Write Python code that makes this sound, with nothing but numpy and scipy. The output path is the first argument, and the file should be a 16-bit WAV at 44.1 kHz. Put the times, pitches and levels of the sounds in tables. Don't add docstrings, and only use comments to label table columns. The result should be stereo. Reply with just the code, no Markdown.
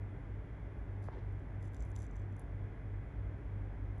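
import sys
import numpy as np
from scipy import signal
from scipy.fft import rfft, irfft
from scipy.io import wavfile
from scipy.ndimage import uniform_filter1d

SR = 44100
rng = np.random.default_rng(int(sys.argv[2]) if len(sys.argv) > 2 else 0)


def store_wav(level_fs):
    pcm = np.round(np.clip(np.atleast_2d(level_fs), -1, 1) * 32767)
    wavfile.write(sys.argv[1], SR, pcm.T.astype(np.int16))


N = 176400
T = np.arange(N) / SR
F = np.maximum(np.arange(N // 2 + 1) * SR / N, 1)


def undb(db):
    return 10 ** (np.asarray(db) / 20)


def level(x, db):
    return x * undb(db) / np.sqrt(np.mean(x ** 2))


def noise():
    return rng.standard_normal(N)


def colour(x, points, turn=1):
    hz, db = np.array(points).T
    gain = undb(np.interp(np.log(F), np.log(hz), db))
    return irfft(rfft(x) * turn * gain, N)


def ring(x, modes):
    response = sum(undb(db) / (1 + 1j * (F / hz - hz / F) * hz / (1.03 * width)) ** 2
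                   for hz, width, db in modes)
    return irfft(rfft(x) * response / np.sqrt(np.mean(abs(response) ** 2)), N)


def lowpass(x, hz, order=4):
    return signal.sosfilt(signal.butter(order, hz, fs=SR, output="sos"), x)


def wander(per_s):
    hold = int(SR / per_s)
    steps = np.repeat(rng.standard_normal(N // hold + 1), hold)
    return level(uniform_filter1d(uniform_filter1d(steps, hold), hold)[:N], 0)


def stereo(mid, side=0, pan_db=0):
    return np.array([(mid + side) * undb(pan_db / 2), (mid - side) * undb(-pan_db / 2)])


def swell(start, length, attack, release):
    return (1 + np.tanh(2 * (T - start) / attack)) * (1 - np.tanh(2 * (T - start - length) / release)) / 4


# (frequency [Hz], rms level at 0 dB of HUM_GAIN [dB])
HUM_LINES = [(48.47, -49), (59.37, -55), (96.96, -49), (100.04, -50), (145.4, -68), (194.5, -73),
             (283.5, -67.5)]
# (time [s], gain [dB])
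HUM_GAIN = [(0, 2), (.35, -3), (.7, -4.5), (.95, 1), (2.5, 1), (4, 2)]
# (frequency [Hz], rms level [dB])
WHINE_LINES = [(1977, -82), (2038, -86), (2410, -88), (2504, -89.5)]

def motors(in_step_s=0.98):
    gain_db = np.interp(T, *np.array(HUM_GAIN).T)
    hum = sum(np.cos(2 * np.pi * hz * (T - in_step_s)) * undb(db + gain_db) for hz, db in HUM_LINES)
    whine = np.zeros(N)
    for hz, db in WHINE_LINES:
        phase = 2 * np.pi * np.cumsum(hz + 2 * wander(per_s=8)) / SR
        whine += np.sin(phase) * undb(db + 2 * wander(per_s=5))
    return stereo(np.sqrt(2) * (hum + whine))


# (frequency [Hz], relative level [dB])
ROOM_MID = [(76, -44.5), (130, 0.5), (154, 3), (174, -1), (196, -2.5), (255, -4), (288, -1.5), (375, -6.5),
            (406, -4.5), (502, -11.5), (581, -9.5), (681, -12.5), (830, -13.5), (899, -15), (1220, -19.5),
            (1360, -19.5), (1670, -17.5), (1890, -22.5), (2040, -19), (2300, -23.5), (2490, -30),
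            (2770, -34), (3080, -35), (4000, -54), (6780, -120)]
ROOM_SIDE = [(18, -41), (30, -18.5), (53, -1.5), (103, -8.5), (214, -15), (250, -18), (286, -14.5),
             (472, -14), (510, -15.5), (1930, -24.5), (3000, -48.5), (3900, -49.5), (6600, -120)]
RUMBLE = [(12, -24), (24, -15.5), (40, -4), (58, 5.5), (78, -5.5), (118, -3), (140, -12), (200, -39),
          (600, -120)]
# (frequency [Hz], left over right [dB])
ROOM_BALANCE = [(200, 0.5), (450, 3.5), (700, 1.5), (950, 5), (1250, 1), (1700, 6), (2300, 1), (2800, 0)]

def room():
    mid = level(colour(noise(), ROOM_MID), -54)
    side = level(colour(noise(), ROOM_SIDE), -58.5)
    left = colour(mid + side, [(hz, db / 2) for hz, db in ROOM_BALANCE])
    right = colour(mid - side, [(hz, -db / 2) for hz, db in ROOM_BALANCE])
    rumble = level(colour(noise(), RUMBLE), -47.5)
    return lowpass(np.array([left, right]), hz=3540, order=10) + stereo(rumble)


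# (frequency [Hz], relative level [dB])
HISS_MID = [(2600, -21.5), (3300, 12), (3800, 1.5), (4500, -2.5), (6000, -3), (7700, -7), (8550, -16.5),
            (9300, -8), (10100, -3), (11200, -10.5), (12000, -19), (13200, -29.5)]
HISS_SIDE = [(4500, -46.5), (6200, -27), (7500, -1), (8600, 7), (10000, -9.5), (11500, 5.5), (12500, 0),
             (13300, -22)]

def hiss():
    source = noise()
    mid = level(colour(source, HISS_MID), -84)
    side = level(colour(source, HISS_SIDE, turn=1j), -95.5)
    return stereo(mid, side)


# (start [s], length [s], body level [dB], treble over body [dB])
TONGUE_DRAGS = [(1.024, 0.047, -81, -0.5), (1.613, 0.072, -81.5, -3.5), (1.724, 0.057, -81.5, -4.5),
                (1.783, 0.07, -81, -8), (1.855, .045, -85, 0), (1.951, .10, -76.5, -4),
                (2.055, 0.18, -88, -13), (2.382, .045, -89, 6)]
# (time [s], relative level [dB], treble over body [dB], crunch over body [dB])
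TOOTH_SNAPS = [(1.3246, -84, 5, -5), (1.3954, -78, -9, -8), (1.5474, -84, -8, 2), (1.6270, -69, 2, 1.5),
               (1.6449, -73, -3, -5), (1.6518, -72, -6, 0), (1.6668, -76, -5, -6), (1.7357, -76, -1, -1),
               (1.7455, -62, -6, -2), (1.766, -64, -8, -5), (1.7983, -73, -14, -12),
               (1.8054, -60.5, -20, -18), (1.824, -59, -10, -12), (1.8329, -71, -12, -9),
               (1.851, -70, 0, -14), (1.904, -81, 13, -2), (1.916, -67, -4, -16), (1.9575, -69, -12, -16),
               (1.9622, -53, -8.5, -5), (1.9756, -72, -5, -10), (1.9828, -73, 4, -3), (1.99, -62, -4, -17),
               (2.0012, -63.5, -6, -14), (2.0045, -65, -6, -6), (2.0192, -64, -10, -14),
               (2.0206, -60.5, -6, -12), (2.0295, -66, -13, -8), (2.0358, -69, -4, -8),
               (2.042, -65, -9, -13), (2.066, -66, -11, -13), (2.1119, -70, -13, -12),
               (2.1571, -68, -13, -16), (2.1654, -65, -11, -15), (2.1958, -71, -8, -10),
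               (2.3255, -75, -8, -16), (2.3655, -70, 1, -13), (2.395, -67, 11, -9), (3.9808, -78.5, 4, -10)]
# (centre [Hz], width [Hz], relative gain [dB])
CRUNCH_MODES = [(3580, 980, 2), (5000, 1000, 2)]
BODY_MODES = [(6150, 770, 0.23), (7200, 980, -1.2)]
TREBLE_MODES = [(9750, 1500, 3), (10900, 640, -6.5)]
# (frequency [Hz], side over mid [dB])
RASP_SIDE = [(3000, -21), (6000, -18.5), (7800, -2), (8550, 9), (9300, -1), (10000, -9), (12000, 5.5)]

def rasp(grains_per_s=2000, grain_spread_db=3, drag_edge_s=0.023, snap_boost_db=17, trail_decay_s=0.003):
    impulses = (rng.random(N) < grains_per_s / SR) * noise()
    grains = level(impulses * undb(grain_spread_db * wander(per_s=400)), 0)
    crunch, body, treble = np.zeros((3, N))
    for start, length, db, treble_db in TONGUE_DRAGS:
        drag = grains * swell(start, length, drag_edge_s, drag_edge_s) * undb(db)
        crunch += drag * undb(-4.5)
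        body += drag
        treble += drag * undb(treble_db)
    grit = noise() * undb(-26)
    for start, db, treble_db, crunch_db in TOOTH_SNAPS:
        click = np.arange(N) == int(start * SR)
        trail = grit * (T > start) * np.exp(-abs(T - start) / trail_decay_s)
        snap = (click + trail) * undb(db + snap_boost_db)
        crunch += snap * undb(crunch_db)
        body += snap
        treble += snap * undb(treble_db)
    mid = microphone(ring(crunch, CRUNCH_MODES) + ring(body, BODY_MODES) + ring(treble, TREBLE_MODES))
    return stereo(mid, colour(mid, RASP_SIDE, turn=1j))


def microphone(x):
    notched = signal.lfilter(*signal.iirnotch(8500, Q=12, fs=SR), x)
    return lowpass(notched, hz=11500, order=16)


# (start [s], length [s], release [s], level [dB], centre [Hz], width [Hz], left over right [dB])
BODY_RUBS = [(1.03, 0.069, .08, -82.5, 4600, 2600, -1), (1.119, 0.06, .05, -61, 880, 150, 8),
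             (1.125, 0.06, .12, -64.5, 1730, 800, 0), (1.15, 0.044, .05, -52.5, 345, 210, 2),
             (1.112, 0.1, .16, -77.5, 3300, 2000, -1)]

def rubs(attack_s=0.015):
    slides = np.zeros((2, N))
    for start, length, release, db, hz, width, pan_db in BODY_RUBS:
        friction = ring(noise(), [(hz, width, 0)])
        envelope = swell(start, length, attack_s, release) * undb(db + 2 * wander(per_s=69.35))
        slides += stereo(friction * envelope, pan_db=pan_db)
    return lowpass(slides, hz=7100)


# (start [s], length [s], level [dB], centre [Hz])
FILM_SIZZLES = [(1.032, .05, -98, 13000), (1.718, .048, -96, 13400), (1.7345, .003, -80, 13500),
                (1.858, .04, -98, 13100), (1.9025, .003, -85, 13000), (1.9612, .003, -81, 12700)]

def fizz(width_hz=1200):
    sizzles = np.zeros(N)
    for start, length, db, hz in FILM_SIZZLES:
        edge_s = 0.4 * length
        burst = noise() * swell(start, length, edge_s, edge_s)
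        sizzles += ring(burst, [(hz, width_hz, 0)]) * undb(db)
    return stereo(sizzles)


def plop(start_s=1.0853, start_hz=1810, end_hz=354, fall_s=0.0012, rise_s=0.00057, decay_s=0.0038):
    age = np.maximum(T - start_s, 0)
    hz = end_hz + (start_hz - end_hz) * np.exp(-age / fall_s)
    tone = np.sin(2 * np.pi * np.cumsum(hz * (age > 0)) / SR)
    envelope = (1 - np.exp(-age / rise_s)) * np.exp(-age / decay_s)
    return stereo(lowpass(tone * envelope * undb(-33), hz=2440), pan_db=-4)


def scene():
    return motors() + room() + hiss() + rasp() + rubs() + fizz() + plop()


def record(dry):
    return signal.sosfilt(signal.ellip(8, .2, 70, 14500, fs=SR, output="sos"), dry)


dry = scene()
out = record(dry)
store_wav(out)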